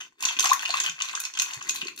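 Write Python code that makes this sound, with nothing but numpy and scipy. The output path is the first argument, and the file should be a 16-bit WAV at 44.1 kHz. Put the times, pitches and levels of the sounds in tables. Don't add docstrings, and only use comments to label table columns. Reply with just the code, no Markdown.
import sys
import numpy as np
from scipy import signal
from scipy.fft import rfft, irfft, next_fast_len
from scipy.io import wavfile

SR = 44100
rng = np.random.default_rng(int(sys.argv[2]) if len(sys.argv) > 2 else 0)


def inscribe(sig):
    pcm = np.round(np.clip(np.atleast_2d(sig).T, -1, 1) * 32767)
    wavfile.write(sys.argv[1], SR, pcm.astype(np.int16))


def field_ratio(decibels):
    return 10 ** (np.asarray(decibels, dtype=float) / 20)


N = 88200


def at_hz(points, hz):
    points = np.array(points)
    return np.interp(np.log(np.maximum(hz, 1)), np.log(points[:, 0]), points[:, 1])


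def in_time(rows):
    return np.interp(np.arange(N) / SR, *np.transpose(rows))


def rms_one(x):
    return x / np.sqrt(np.mean(x ** 2) + 1e-20)


def ring(clicks, hz, t60):
    r = field_ratio(-60 / (t60 * SR))
    w = 2 * np.pi * hz / SR
    return signal.lfilter([0, np.sin(w)], [1, -2 * r * np.cos(w), r * r], clicks + 1e-18)


def band_pass(order, low, high, x):
    return signal.sosfilt(signal.butter(order, [low, high], "band", fs=SR, output="sos"), x)


def high_pass(order, hz, x):
    return signal.sosfilt(signal.butter(order, hz, "high", fs=SR, output="sos"), x)


def add(out, s, sound):
    i = int(s * SR)
    out[..., i:i + sound.shape[-1]] += sound[..., :N - i]


# [f/Hz, level/dB, t60/s]
GLASS = [(1080, -9, 0.024), (1540, -14.5, 0.053), (1955, -3, 0.0073), (2512, -14, 0.18), (2700, -12, 0.06),
         (3210, -11, 0.014), (3570, -10, .02), (4313, -12, 0.023), (5196, -16, 0.022), (6130, -8, 0.025),
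         (6340, -14, 0.04), (6710, -9, 0.036), (7440, -12.5, 0.028), (9720, -27.5, 0.043)]
# [t/s, peak level/dB, contact f/Hz, treble level/dB]
KNOCKS = [(0.0084, -36, 2930, -18), (0.0191, -39, 2920, -31), (0.2061, -30, 6200, -2),
          (0.2239, -20.5, 6200, 0), (0.236, -25, 2700, -1), (0.2524, -14.5, 6080, -10),
          (0.2867, -20.5, 3290, -28), (0.366, -28.5, 2640, -42), (0.3886, -20, 3120, -5),
          (0.394, -11.5, 6120, -7), (0.4044, -15, 6140, -2.5), (0.427, -24, 4150, 7.5),
          (0.442, -16, 7000, -3.5), (0.4556, -11, 5940, -23), (0.47, -18, 6270, -5),
          (0.5025, -24, 6340, -18), (0.5309, -19.5, 6800, -20), (0.593, -28, 3300, -6),
          (0.6222, -28.5, 2790, 1), (0.653, -25, 2850, -29), (0.692, -26.5, 4120, -10),
          (0.7045, -20, 4190, -47), (0.7393, -21.5, 2570, -21), (0.7701, -22, 4000, -14),
          (0.786, -34, 3980, -23), (0.801, -13.5, 6500, -15), (0.836, -21, 6600, -5),
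          (0.862, -19.5, 3020, -7.5), (0.8957, -23, 6040, -44),
          (0.9897, -33.5, 2540, -37), (1.0023, -27.5, 2970, -47), (1.02, -17.5, 6000, -16),
               (1.086, -29, 3700, -36), (1.094, -28.5, 2680, -39), (1.111, -37, 6700, -26),
               (1.1515, -18, 6100, -29), (1.2006, -24, 6960, 8.5), (1.2373, -26, 5840, -26),
               (1.251, -21.5, 6060, -15), (1.2538, -30, 2590, -40), (1.3374, -30.5, 5930, -54),
               (1.3729, -22.5, 3130, -13), (1.3885, -16.5, 6600, -31), (1.3971, -12, 6130, -11.5),
               (1.419, -15, 6730, 0.5), (1.4603, -32, 2860, -20), (1.5081, -33.5, 2840, -2),
               (1.534, -23.5, 6330, -25), (1.5429, -29, 6900, -2), (1.6131, -40, 1500, -37),
               (1.6934, -13.5, 6490, -11), (1.7587, -26, 4040, 5), (1.8158, -25.5, 2800, -14),
               (1.87, -28, 4260, -38), (1.8822, -29, 2550, -8), (1.9614, -42, 8800, 8.5),
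               (1.9757, -34.5, 4250, 3), (1.9914, -40, 2710, 17)]
# [t/s, peak level/dB, contact f/Hz, treble level/dB]
CLINKS = [(0.0318, -53, 2820, -35), (0.2563, -23.5, 6240, -27), (0.2922, -32, 3230, -22),
          (0.3377, -40, 3540, -34), (0.3696, -37.5, 2700, -33), (0.492, -27, 6500, -21),
          (0.4971, -27.5, 2480, -20), (0.5065, -26, 3980, -10), (0.5231, -38.5, 1305, 8),
          (0.5323, -24, 6550, 3), (0.63, -35.5, 1720, -8), (0.657, -28, 2860, -22),
          (0.6954, -44, 4590, -15), (0.7116, -39, 4270, -31), (0.7787, -39, 3800, -33),
          (0.8722, -42, 2540, -31), (0.8778, -34, 2590, -29), (0.885, -40, 2630, -30),
          (1.0096, -31.5, 2555, -55), (1.0549, -35, 3940, -26), (1.088, -41, 3340, -41),
          (1.121, -56, 6450, -25), (1.1313, -44, 3490, -31), (1.147, -47, 1260, -17),
          (1.1605, -40, 6800, -31), (1.1746, -36, 1593, -46), (1.1949, -38, 6120, -18),
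          (1.2586, -39, 6300, -21), (1.3514, -36.5, 3200, -27), (1.3547, -46, 6550, -11),
          (1.4828, -45, 3240, -13), (1.6094, -42, 2920, -25), (1.625, -36, 6300, -11),
          (1.6693, -44.5, 2000, 0), (1.6762, -42, 4280, -15), (1.6889, -29, 6540, -3),
          (1.7009, -47, 6270, -21), (1.7067, -28.5, 6300, -2), (1.7456, -42.5, 6800, 13),
          (1.7636, -36.5, 4060, -5), (1.7815, -48, 4500, 9), (1.786, -39, 3640, -8),
          (1.8116, -39, 3600, -27), (1.8227, -36, 2700, -29), (1.845, -50, 2600, -20),
          (1.8481, -38.5, 5800, -22), (1.9839, -54, 4220, -17), (1.9875, -43, 4030, 8)]
CLINK_DB = 5.5
DETUNE = 0.025
STRIKE_SPREAD_DB, SIDE_SPREAD_DB = 5, 6
COLOUR_DB_PER_OCTAVE, LONGEST_T60_S = 6, 0.12
CONTACT_DB, CONTACT_CYCLES, CONTACT_RISE_S = 8.5, 36, 0.0007
CRACK_DB, CRACK_S, THUMP_DB = -6.5, 0.0039, -2.5


def knocks():
    out = np.zeros((2, N))
    t = np.arange(3500) / SR
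    modes = np.array(GLASS + GLASS)
    mode_hz, mode_db = modes[:, :1], modes[:, 1:2]
    mode_t60 = np.minimum(np.minimum(modes[:, 2:], LONGEST_T60_S), mode_hz / 22000)
    clinks = [(s, db + CLINK_DB, hz, treble_db) for s, db, hz, treble_db in CLINKS]
    for s, db, hz, treble_db in KNOCKS + clinks:
        level_luck, pitch_luck, side_luck, phase_luck = rng.uniform(-1.3, 1, (4, len(modes), 1))
        noise = rng.standard_normal((2, 3, len(t)))

        colour_db = COLOUR_DB_PER_OCTAVE * np.abs(np.log2(mode_hz / hz))
        wall_db = mode_db + STRIKE_SPREAD_DB * level_luck - colour_db - 60 * t / mode_t60
        wall_hz = mode_hz * (1 + 0.47 * DETUNE * pitch_luck)
        wall = field_ratio(wall_db) * np.sin(2 * np.pi * wall_hz * t + 3 * phase_luck)
        sides = field_ratio(SIDE_SPREAD_DB * side_luck[:, 0] * [[1], [-1]])
        sides = sides * np.sign(phase_luck[:, 0] + [[9], [0.5]])

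        second_hz = hz * (1 + 3 * DETUNE * pitch_luck[0])
        pair = np.sin(2 * np.pi * hz * t) + 0.5 * np.sin(2 * np.pi * second_hz * t)
        contact = field_ratio(CONTACT_DB - 60 * t * hz / CONTACT_CYCLES) * pair

        crack = band_pass(2, 7600, 14500, noise[0, 0] + noise[0, 1:])
        thump = band_pass(3, 0.4 * hz, min(2 * hz, 7600), noise[1, 0] + noise[1, 1:])
        burst = field_ratio(CRACK_DB + treble_db) * crack + field_ratio(THUMP_DB) * thump

        hit = sides @ wall + contact + burst * np.exp(-t / CRACK_S)
        add(out, s, field_ratio(db) * hit * (1 - np.exp(-(t / CONTACT_RISE_S) ** 2)))
    return out


# [t/s, level/dB]
SWIRL = [(0, -36), (.09, -63.5), (.16, -68.5), (.22, -38), (.3, -32), (.36, -42), (.44, -28), (.57, -38),
         (.63, -37.5), (.85, -32), (.96, -53.5), (1.05, -38.5), (1.25, -43.5), (1.32, -54), (1.42, -36.5),
         (1.58, -47), (1.8, -42), (1.95, -57.5)]
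TICKS_PER_S, TICK_SPREAD_DB = 500, 4
MODES_STRUCK = 0.12
SPLASH_DB = 9.5


def rattle():
    sizes = field_ratio(TICK_SPREAD_DB * np.minimum(rng.exponential(1, N), 2.1))
    ticks = sizes * (rng.random(N) < TICKS_PER_S / SR)
    at = np.flatnonzero(ticks)
    spray = rng.standard_normal((2, N)) * signal.lfilter([0.05], [1, -0.996], ticks)
    out = field_ratio(SPLASH_DB) * signal.lfilter([0.5], [1, -0.5], spray)
    for hz, db, t60 in GLASS * 3:
        struck = rng.random(len(at)) < MODES_STRUCK
        clicks = np.zeros(N)
        clicks[at] = ticks[at] * field_ratio(db + 8) * rng.standard_normal(len(at)) * struck
        soft_clicks = np.convolve(clicks, [0.25, 0.5, 0.25], "same")
        shifted_hz = hz * (1 + 2 * DETUNE * rng.uniform(-1, 1))
        sound = ring(soft_clicks, shifted_hz, min(0.7 * t60, 90 / hz, hz / 30000))
        out = out + sound * field_ratio(SIDE_SPREAD_DB * rng.uniform(-1, 1) * np.array([[1], [-1]]))
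    return field_ratio(in_time(SWIRL)) * rms_one(out)


# [t of peak/s, peak level/dB, f/Hz, length/s]
GULPS = [(0.31, -31, 990, 0.025), (0.442, -16, 1090, 0.0028), (0.455, -26.5, 768, 0.017),
         (0.462, -17.5, 1080, 0.0041), (0.468, -22.5, 1230, 0.0088), (0.504, -27.5, 796, 0.014),
         (0.519, -7, 1080, 0.013), (0.531, -8, 1740, 0.002), (1.009, -27, 1130, 0.0061),
         (0.698, -28.5, 717, 0.01), (1.616, -30.5, 1150, 0.0041), (0.227, -28.5, 1010, 0.006),
         (0.743, -14, 1116, 0.0077), (1.151, -28.5, 1080, 0.008)]
GULP_RISE = 0.15


def gulps():
    out = np.zeros(N)
    for s, db, hz, length in GULPS:
        t = np.arange(-2 * length, 2 * length, 1 / SR)
        phase = 2 * np.pi * hz * (t + GULP_RISE * t ** 2 / (2 * length))
        swell = np.exp(-4.5 * np.abs(t / length) ** 1.23)
        add(out, max(s - 2 * length, 0), field_ratio(db) * swell * np.sin(phase))
    return out


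# [t/s, peak level/dB, f/Hz, t60/s]
BUMPS = [
    (0.251, -50, 294.5, 0.037),
    (0.361, -50, 285, 0.13),
    (0.406, -45.5, 342, 0.031),
    (.442, -45, 345, 0.095),
    (0.886, -50.5, 145, 0.19),
    (1.562, -46, 135, 0.024),
    (1.822, -39.5, 303, 0.083),
    (1.853, -36.5, 347, 0.021),
]
# [t/s, level/dB]
GRIP = [(0, -72), (.09, -67), (.16, -77), (.24, -61.5), (.33, -70), (.46, -61), (.6, -68.5), (.85, -57.5),
        (.97, -78), (1.15, -66), (1.3, -76.5), (1.42, -64), (1.55, -70), (1.68, -57.5), (2, -62)]
GRIP_HZ, GRIP_WIDTH_HZ = 340, 110
BUMP_SOFT_S = 0.003


def hand():
    out = np.zeros(N)
    t = np.arange(SR // 2) / SR
    for s, db, hz, t60 in BUMPS:
        rub = np.diff(rng.standard_normal(len(t) + 1))
        puff = rub * field_ratio(-60 * t / t60) * (1 - np.exp(-t / BUMP_SOFT_S))
        puff = ring(ring(puff, hz, 7 / hz), hz, 4 / hz)
        add(out, s, field_ratio(db) * puff / np.abs(puff).max())
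    rumble = ring(rng.standard_normal(N), GRIP_HZ, 2.2 / GRIP_WIDTH_HZ)
    rumble = ring(rumble, GRIP_HZ, 1 / GRIP_WIDTH_HZ)
    return high_pass(3, 75, out + field_ratio(in_time(GRIP)) * rms_one(rumble))


# [f/Hz, t60/s]
ROOM = [(500, 0.18), (2500, 0.24), (14000, 0.16)]
ROOM_DB, ROOM_TREBLE_DB, ROOM_GAP_S = -4.5, 1, 0.004


def kitchen(x):
    t = np.arange(SR // 2) / SR
    build_up = 1 - np.exp(-(t / ROOM_GAP_S) ** 2)
    tail = 0
    for low in 60 * 2.0 ** np.arange(9):
        band = band_pass(2, low, min(2 * low, 0.45 * SR), rng.standard_normal((2, len(t))))
        t60 = at_hz(ROOM, 0.8 * low)
        tail = tail + band * field_ratio(ROOM_TREBLE_DB * (low > 7000) - 60 * t / t60) * build_up
    tail = tail / np.sqrt(np.sum(tail ** 2) / 2)
    return field_ratio(ROOM_DB) * signal.fftconvolve(x[None], tail, axes=1)[:, :N]


# [f/Hz, level/dB per Hz]
AIR = [(25, -8), (150, -12), (350, -4), (550, -12), (16000, -29)]
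AIR_DB = -78


def air():
    white = rng.standard_normal((3, N))
    shape = field_ratio(at_hz(AIR, np.arange(N // 2 + 1) * SR / N))
    return field_ratio(AIR_DB) * rms_one(irfft(rfft(white[0] + 0.7 * white[1:]) * shape, N))


# [f/Hz, left over right level/dB]
MIC_LEFT = [(200, 0), (1000, 5), (5000, 0), (13000, -0.5)]
RIGHT_LAG_S = 0.00021
BODY_CUT_HZ, GULP_ROOM_DB = 800, -3.5


def scene():
    glass = high_pass(4, BODY_CUT_HZ, knocks() + rattle())
    low = gulps() + hand()
    echoes = kitchen(glass.mean(axis=0) + field_ratio(GULP_ROOM_DB) * low)
    size = next_fast_len(N + 512)
    hz = np.arange(size // 2 + 1) * SR / size
    tilt = field_ratio(at_hz(MIC_LEFT, hz) / 2)
    ports = np.array([tilt, np.exp(-2j * np.pi * hz * RIGHT_LAG_S) / tilt])
    near = irfft(rfft(glass + low + echoes, size) * ports, size)[:, :N]
    return near + air()


def roll_off(x):
    return signal.sosfilt(signal.butter(12, 16810, fs=SR, output="sos"), x)


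GATE_DB, GATE_SLOPE, GATE_RELEASE_S, GATE_DEPTH_DB = -51, 0.56, 0.0047, 20
BASS_GATE_SHARE = 0.97
CUTOFF_HZ = 16900


def record(dry):
    r = np.exp(-1 / (GATE_RELEASE_S * SR))
    bass = signal.filtfilt(*signal.butter(2, 500, fs=SR), dry)
    rest = dry - bass
    power = signal.filtfilt([1 - r], [1, -r], np.mean(rest ** 2, axis=0))
    level_db = 10 * np.log10(np.abs(power) + 1e-12)
    cut_db = np.clip(GATE_SLOPE * (GATE_DB - level_db), 0, GATE_DEPTH_DB)
    gated = bass * field_ratio(-BASS_GATE_SHARE * cut_db) + rest * field_ratio(-cut_db)
    mix = signal.sosfilt(signal.cheby2(12, 70, CUTOFF_HZ, fs=SR, output="sos"), gated)
    return roll_off(mix)


dry = scene()
out = record(dry)
inscribe(out)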